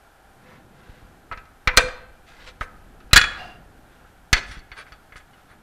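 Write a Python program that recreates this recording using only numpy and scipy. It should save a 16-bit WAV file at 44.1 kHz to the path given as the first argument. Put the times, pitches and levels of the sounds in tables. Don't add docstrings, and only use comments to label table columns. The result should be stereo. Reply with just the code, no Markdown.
import sys
import numpy as np
from scipy import signal
from scipy.io import wavfile
from scipy.ndimage import uniform_filter1d

SR = 44100
rng = np.random.default_rng(int(sys.argv[2]) if len(sys.argv) > 2 else 0)


def materialize(psi):
    bounded = np.clip(np.atleast_2d(psi).T, -1, 1)
    quanta = np.round(bounded * 32767).astype(np.int16)
    wavfile.write(sys.argv[1], SR, quanta)


N = 247842

# (time [s], level [dB], struck spot's pitch [Hz], hardness [dB/octave], camera jolt [dB])
KNOCKS = [(1.3137, -21.5, 1250, -6, -32), (1.323, -25.5, 1300, -2.9, -35), (1.374, -34, 2815, -1.5, -39),
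          (1.453, -48, 1300, -0.2, -48), (1.6739, -7, 2260, -2, -16), (1.7378, -27, 1040, -6.5, -36),
          (1.767, -23.5, 2146, 9, -41.5), (1.7723, 1.5, 3790, 2, -13), (1.7797, -5.5, 505, -7, -31.5),
          (1.793, -12, 1590, -4.5, -25.5), (1.8844, -26.5, 1640, -1.5, -36), (2.6094, -18.5, 1227, -5, -25),
          (3.003, -42, 1237, -1.5, -55.5), (3.11, -36.5, 2610, -3, -52.5), (3.1315, 0, 4030, 2, -6),
          (3.1323, -7, 7070, 2.5, -25), (3.1599, 1.5, 1608, 1, -17), (3.1657, 1, 1719, 3.5, -43),
          (3.1744, -1, 4370, 4, -15), (3.1875, -9, 1435, -1, -27), (3.2134, -9, 3560, 0.3, -28),
          (3.2395, -13, 2390, -1, -31), (4.049, -45.5, 1256, -7.5, -50.5), (4.329, -4, 2035, 1, -11),
          (4.4306, -33, 1440, -1, -46), (4.5122, -33, 1656, -0.5, -34), (4.5907, -46, 3980, 4, -41),
          (4.7165, -30.5, 2140, -3.5, -40.5), (4.866, -41.5, 2102, -5, -50), (4.9209, -35, 1280, -1.5, -40),
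          (5.1218, -36.5, 2100, -5, -45.5), (5.1569, -34, 2030, -5, -39), (5.2006, -43, 1927, -4, -58),
          (5.333, -47.5, 2910, -4, -64), (5.515, -45.5, 1623, -6, -45)]
FRAME_HZ = np.array([505, 677, 969, 1044, 1230, 1287, 1437, 1546, 1628, 1684, 1852, 2035, 2185, 2357, 2466, 2640, 2815, 2917, 3275, 3364, 3450, 3682, 4030, 4170, 4340, 4499, 4813, 5195, 5970, 7100])
FRAME_T60_S = np.array([0.51, 0.14, 0.15, .1, 0.11, .11, 0.13, .24, 0.15, 0.22, .2, 0.14, 0.13, 0.11, 0.22, 0.19, 0.11, 0.15, 0.093, 0.37, 0.22, 0.19, 0.056, 0.064, .09, 0.17, 0.15, 0.057, 0.11, 0.088])
MOVES_S = [2.9, 4.0]


def knock(at_s, level_db, spot_hz, hard_db, ring_scale, crack_db, tick_db):
    # (frequency [Hz], level [dB])
    crack_spectrum = [(150, -38), (300, -25.5), (544, -6), (974, -12.5), (1300, -6), (2020, -2), (3000, -8),
                      (4300, -7), (5500, -8), (7100, -11), (8600, -15), (10500, -12.5), (13000, -24),
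                      (15500, -34.5)]
    # (frequency [Hz], t60 [s])
    crack_t60_s = [(300, 0.026), (1500, 0.16), (5000, 0.058), (12000, 0.039)]

    def crack_shape_db(hz, s):
        fade_db = 60 * (s / read(crack_t60_s, hz) / ring_scale) ** 1.266
        return read(crack_spectrum, hz) + contact_db(hz, hard_db) - fade_db

    t = np.arange(SR // 2) / SR
    attack_s, tick_s, onset = 0.00039, 0.0013, slice(0, 300)
    near_db = 11.9 * np.exp(-(np.log2(FRAME_HZ / spot_hz) / 0.12) ** 2)
    heavy_db = .5 * level_db * (FRAME_HZ[0] / FRAME_HZ) ** 2
    mode_db = place_db(at_s) + near_db + heavy_db + contact_db(FRAME_HZ, hard_db)
    ring = frame_ring(mode_db, FRAME_T60_S * ring_scale, t)
    crack = shaped(rng.standard_normal(len(t)), crack_shape_db, size=128)
    tick = np.diff(rng.standard_normal(len(t) + 2), 2) * np.exp(-t / tick_s)
    steel = ring / ring[onset].std() + gain_of(crack_db) * crack / crack[onset].std()
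    steel += gain_of(tick_db + 2 * hard_db) * tick
    return gain_of(level_db - 7.5) * steel * (1 - np.exp(-t / attack_s))


def blow_kind(at_s, level_db, rebound_s=.097, heavy_db=-18):
    if any(0 < at_s - s < rebound_s and db > max(level_db, heavy_db) for s, db, *_ in KNOCKS):
        return .47, -4.5, -30
    if level_db > heavy_db:
        return .66, -1, -14
    return .73, -5.5, -23.5


def contact_db(hz, hard_db):
    shelf_hz = 7000 * 2 ** (hard_db / 4.3)
    tilt_db = 1.1 * hard_db * np.log2((hz + 100) / 2000)
    return tilt_db + 10 * np.log10(.03 + 1 / (1 + (hz / shelf_hz) ** 8))


def place_db(at_s):
    mode_db = np.array([[-17.0, -12.0, -9, -8.5, -9.0, 0.0, -9.5, -5.5, -7, -11, -14, -3, -15.0, -5.0, -11.0, -11.5, -23.0, -29.5, -23.5, -50.5, -32.0, -25, -20.5, -7, -30.0, -22.5, -25.0, -21.5, -20, -18],
               [-17.5, -26, -10.5, -26, -4.5, 10.5, 5.5, -8.0, -4.5, -5, 3.0, -21.5, -9, -3.5, 2.0, -2.5, -7.0, -1, -29.5, -5.5, -7.5, -19.5, 5.5, -25.5, -6, -8.5, -15.5, -19.5, -18.5, -8],
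               [-51.0, -24.5, -31.5, -15, -17.0, 4.5, 5, -3.0, -8.0, 0.0, -6.5, -3, -3.5, -9.5, -9, -9.0, -17.0, -4.5, -6.5, -12.5, -5, -14, -25, -0.5, 2, 4, -11.5, -1, 0, -27.5]])
    return mode_db[np.searchsorted(MOVES_S, at_s)]


def frame_ring(mode_db, t60_s, t):
    phase, twin_phase, detune = rng.random((len(mode_db), 3)).T[:, :, None]
    cycles = FRAME_HZ[:, None] * t
    mode = np.sin(2 * np.pi * (cycles + phase))
    twin = gain_of(-3.5) * np.sin(2 * np.pi * (cycles * (1 + .07 * (detune - .5)) + twin_phase))
    decay = gain_of(mode_db[:, None] - 60 * t / t60_s[:, None])
    return (decay * (mode + twin)).sum(0)


def scrape_or_rattle(start_s, strongest_s, end_s, level_db, tilt_db_per_octave):
    ring_share, catches_per_s, nut_loose_s = 0.44, 250, 4.42
    t = np.arange(start_s, end_s, 1 / SR)
    grit = rng.standard_normal(len(t)) * flutter(len(t), depth_db=1.8, window=150)
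    grit += 4 * rng.standard_normal(len(t)) * (rng.random(len(t)) < catches_per_s / SR)
    damped_frame = frame_ring(place_db(start_s) / 3 - FRAME_HZ / 600, FRAME_T60_S / 3, np.arange(4000) / SR)
    ring = unit_rms(signal.oaconvolve(grit, damped_frame)[:len(t)])
    # (frequency [Hz], level [dB])
    hiss_spectrum = [(180, -54), (300, -30), (1250, -7.5), (1490, -6), (3860, -10), (5090, -16),
                     (9800, -29.5), (14000, -62), (15000, -61.5)]
    hiss = coloured(grit, hiss_spectrum)
    rasp = ring_share * ring + (1 - ring_share) * hiss
    rasp = shaped(rasp, lambda hz, _: tilt_db_per_octave * np.log2((hz + 200) / 2000))
    swell = np.sin(np.interp(t, [start_s, strongest_s, end_s], [0, np.pi / 2, np.pi]))
    nut_db = -21 if start_s > nut_loose_s else -50
    nut = gain_of(nut_db) * unit_rms(resonate(grit, hz=9550, width_hz=130)) * swell ** 4
    return gain_of(level_db) * (rasp + nut) * swell ** 2


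def drone(length_s=.25, rise_s=0.035, start_hz=743, sag_hz_per_s=120, level_db=-40.5, fade_db=25):
    # (frequency [Hz], stage width [Hz], level [dB])
    bands = [(2783, 137, -4), (4800, 340, -16.5), (5256, 320, -31), (6050, 200, -29.5)]
    t = np.arange(0, length_s, 1 / SR)
    noise = rng.standard_normal(len(t))
    tone = unit_rms(resonate(noise, start_hz - sag_hz_per_s * t, width_hz=43))
    tone += sum(gain_of(db) * steep_band(noise, hz, width_hz) for hz, width_hz, db in bands)
    envelope = gain_of(level_db - fade_db * (t / length_s) ** 2) * np.minimum(t / rise_s, 1)
    return envelope * tone * signal.windows.tukey(len(t), .2)


def jolt(at_s, peak_db, bass_cut_hz=21):
    push_s = [.0036, 0.0021, 0.0027]
    age = np.arange(SR // 5) / SR / push_s[np.searchsorted(MOVES_S, at_s)]
    bass_cut = signal.butter(3, bass_cut_hz, "high", fs=SR, output="sos")
    push = signal.sosfilt(bass_cut, age * np.exp(-age))
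    return gain_of(peak_db) * push / push.max()


def handling(shake_db=-27, upper_shake_db=-6, fade_db_per_s=54.5):
    # (time [s], low band [dB], upper band [dB])
    rumble = [(0.0, -66, -87), (0.3, -58.5, -63), (0.5, -62, -51.5), (1.3, -59, -55), (1.65, -55.5, -63),
              (2.3, -53, -60.5), (2.901, -50, -53), (3.601, -56.5, -51), (4.1, -57, -59),
              (4.899, -61.5, -63), (5.62, -57, -57.5)]
    times_s, low_db, upper_db = np.transpose(rumble)
    t = np.arange(N) / SR
    shake = np.max([(t > at_s) * gain_of(jolt_db + shake_db - fade_db_per_s * abs(t - at_s))
                    for at_s, *_, jolt_db in KNOCKS], axis=0)
    lumps = flutter(N, depth_db=1.0, window=900)
    low = steep_band(rng.standard_normal(N), hz=27, width_hz=60)
    upper = steep_band(rng.standard_normal(N) * lumps, hz=130, width_hz=450)
    low_gain = np.hypot(gain_of(np.interp(t, times_s, low_db)), shake)
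    upper_gain = np.hypot(gain_of(np.interp(t, times_s, upper_db)), gain_of(upper_shake_db) * shake)
    return low_gain * low + upper_gain * upper


def shop_tail(x, level_db=-18):
    # (frequency [Hz], t60 [s])
    t60_s = [(250, 0.45), (700, 0.73), (1500, 0.68), (3000, 0.55), (6000, 0.37), (9000, 0.31), (13000, 0.2)]
    # (frequency [Hz], level [dB])
    colour = [(300, 0.5), (1200, -5), (5000, -8.5), (9000, -5), (14000, -10)]
    taps = np.zeros(SR)
    slots = np.arange(300, SR - 20, 20)
    taps[slots + rng.integers(0, 20, len(slots))] = rng.choice([-1., 1.], len(slots))
    tail = shaped(taps, lambda hz, s: read(colour, hz) - 60 * s / read(t60_s, hz))
    return gain_of(level_db) * signal.fftconvolve(x, tail / np.linalg.norm(tail))[:N]


def machine_hum(wide_db=-56, bands_db=-67):
    # (frequency [Hz], level [dB])
    spectrum = [(15, -28), (25, -1), (59, -6.5), (215, -16.5), (274, -12.5), (509, -14.5), (722, -9.5),
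                (945, -15), (1140, -15.5), (1570, -11.5), (2060, -22), (3170, -25), (5730, -31),
                (13500, -32), (15500, -54.5)]
    # (frequency [Hz], width [Hz], relative level [dB])
    peaks = [(791.5, 45, 3), (1398, 27, -1), (2310, 120, -9.5), (3150, 200, -14.5)]
    swell = flutter(N, depth_db=0.47, window=9000)
    wide = coloured(rng.standard_normal(N), spectrum, size=2048)
    bands = sum(gain_of(db) * unit_rms(resonate(rng.standard_normal(N), hz, width_hz))
                for hz, width_hz, db in peaks)
    return swell * (gain_of(wide_db) * wide + gain_of(bands_db) * bands)


def side_hiss(level_db=-76):
    # (frequency [Hz], level [dB])
    spectrum = [(59, -35), (100, -4), (1800, -21), (4280, -5.5), (13700, 0), (15500, -23)]
    return gain_of(level_db) * coloured(rng.standard_normal(N), spectrum)


def gain_of(db):
    return 10 ** (np.asarray(db) / 20)


def unit_rms(x):
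    return x / np.sqrt(np.mean(x ** 2) + 1e-20)


def flutter(n, depth_db, window):
    return gain_of(depth_db * unit_rms(uniform_filter1d(rng.standard_normal(n), window)))


def read(points, hz):
    points_hz, values = np.transpose(points)
    return np.interp(np.log(hz + 1), np.log(points_hz + 1), values)


def add(mix, at_s, sound):
    part = mix[round(at_s * SR):][:len(sound)]
    part += sound[:len(part)]


def shaped(x, db_at, size=256):
    frames = dict(nperseg=size, noverlap=size * 3 // 4)
    hz, t, spectra = signal.stft(x, SR, **frames)
    return signal.istft(spectra * gain_of(db_at(hz[:, None], t[None])), SR, **frames)[1][:len(x)]


def coloured(x, spectrum, size=256):
    return unit_rms(shaped(x, lambda hz, _: read(spectrum, hz), size))


def resonate(x, hz, width_hz):
    carrier = np.exp(2j * np.pi * np.cumsum(hz * np.ones(len(x))) / SR)
    pole = np.exp(-np.pi * width_hz / SR)
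    return 2 * (carrier * signal.lfilter([1 - pole], [1, -pole], x / carrier + 1e-18)).real


def steep_band(x, hz, width_hz):
    return unit_rms(resonate(resonate(x, hz, width_hz), hz, width_hz))


def scene():
    # (start [s],
    # strongest [s], end [s], level [dB], tilt [dB/octave])
    rasps = [(.38, 0.517, .66, -49, -5), (.62, 0.89, 1.2, -53.5, -3), (2.25, 2.288, 2.46, -49, 0),
             (2.331, 2.437, 2.5, -45.5, 0), (2.457, 2.47, 2.53, -37, 0.5), (2.602, 2.612, 2.67, -49, 6.5),
             (3.26, 3.323, 3.62, -41, -1.5), (3.82, 3.951, 4.25, -58.5, -4.5),
             (4.35, 4.375, 4.41, -23.5, -1.5), (4.43, 4.5, 4.52, -53, 7), (4.5, 4.516, 4.63, -39, -1.7),
             (4.75, 4.792, 4.85, -35, -2.5), (4.85, 4.888, 4.92, -52.5, -2), (5.151, 5.17, 5.21, -54.5, 9),
             (5.33, 5.378, 5.47, -57, -5), (5.47, 5.51, 5.58, -51, -5)]
    # (time [s], peak [dB])
    bumps = [(0.8953, -36), (1.027, -38.5), (1.05, -42), (1.8406, -28), (4.493, -33.5), (4.57, -34),
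             (4.576, -34.5)]
    work, jolts = np.zeros(N), np.zeros(N)
    for at_s, level_db, spot_hz, hard_db, jolt_db in KNOCKS:
        add(work, at_s, knock(at_s, level_db, spot_hz, hard_db, *blow_kind(at_s, level_db)))
        add(jolts, at_s, jolt(at_s, jolt_db))
    for at_s, peak_db in bumps:
        add(jolts, at_s, jolt(at_s, peak_db))
    for start_s, *shape in rasps:
        add(work, start_s, scrape_or_rattle(start_s, *shape))
    add(work, at_s=3.36, sound=drone())
    mid = work + shop_tail(work) + jolts + handling() + machine_hum()
    side = side_hiss()
    return np.array([mid + side, mid - side])


def record(dry, edge_hz=15700):
    low_pass = signal.firwin(511, edge_hz, window=("kaiser", 9), fs=SR)
    return signal.oaconvolve(np.clip(dry, -1, 1), low_pass[None], "same")


dry = scene()
out = record(dry)
materialize(out)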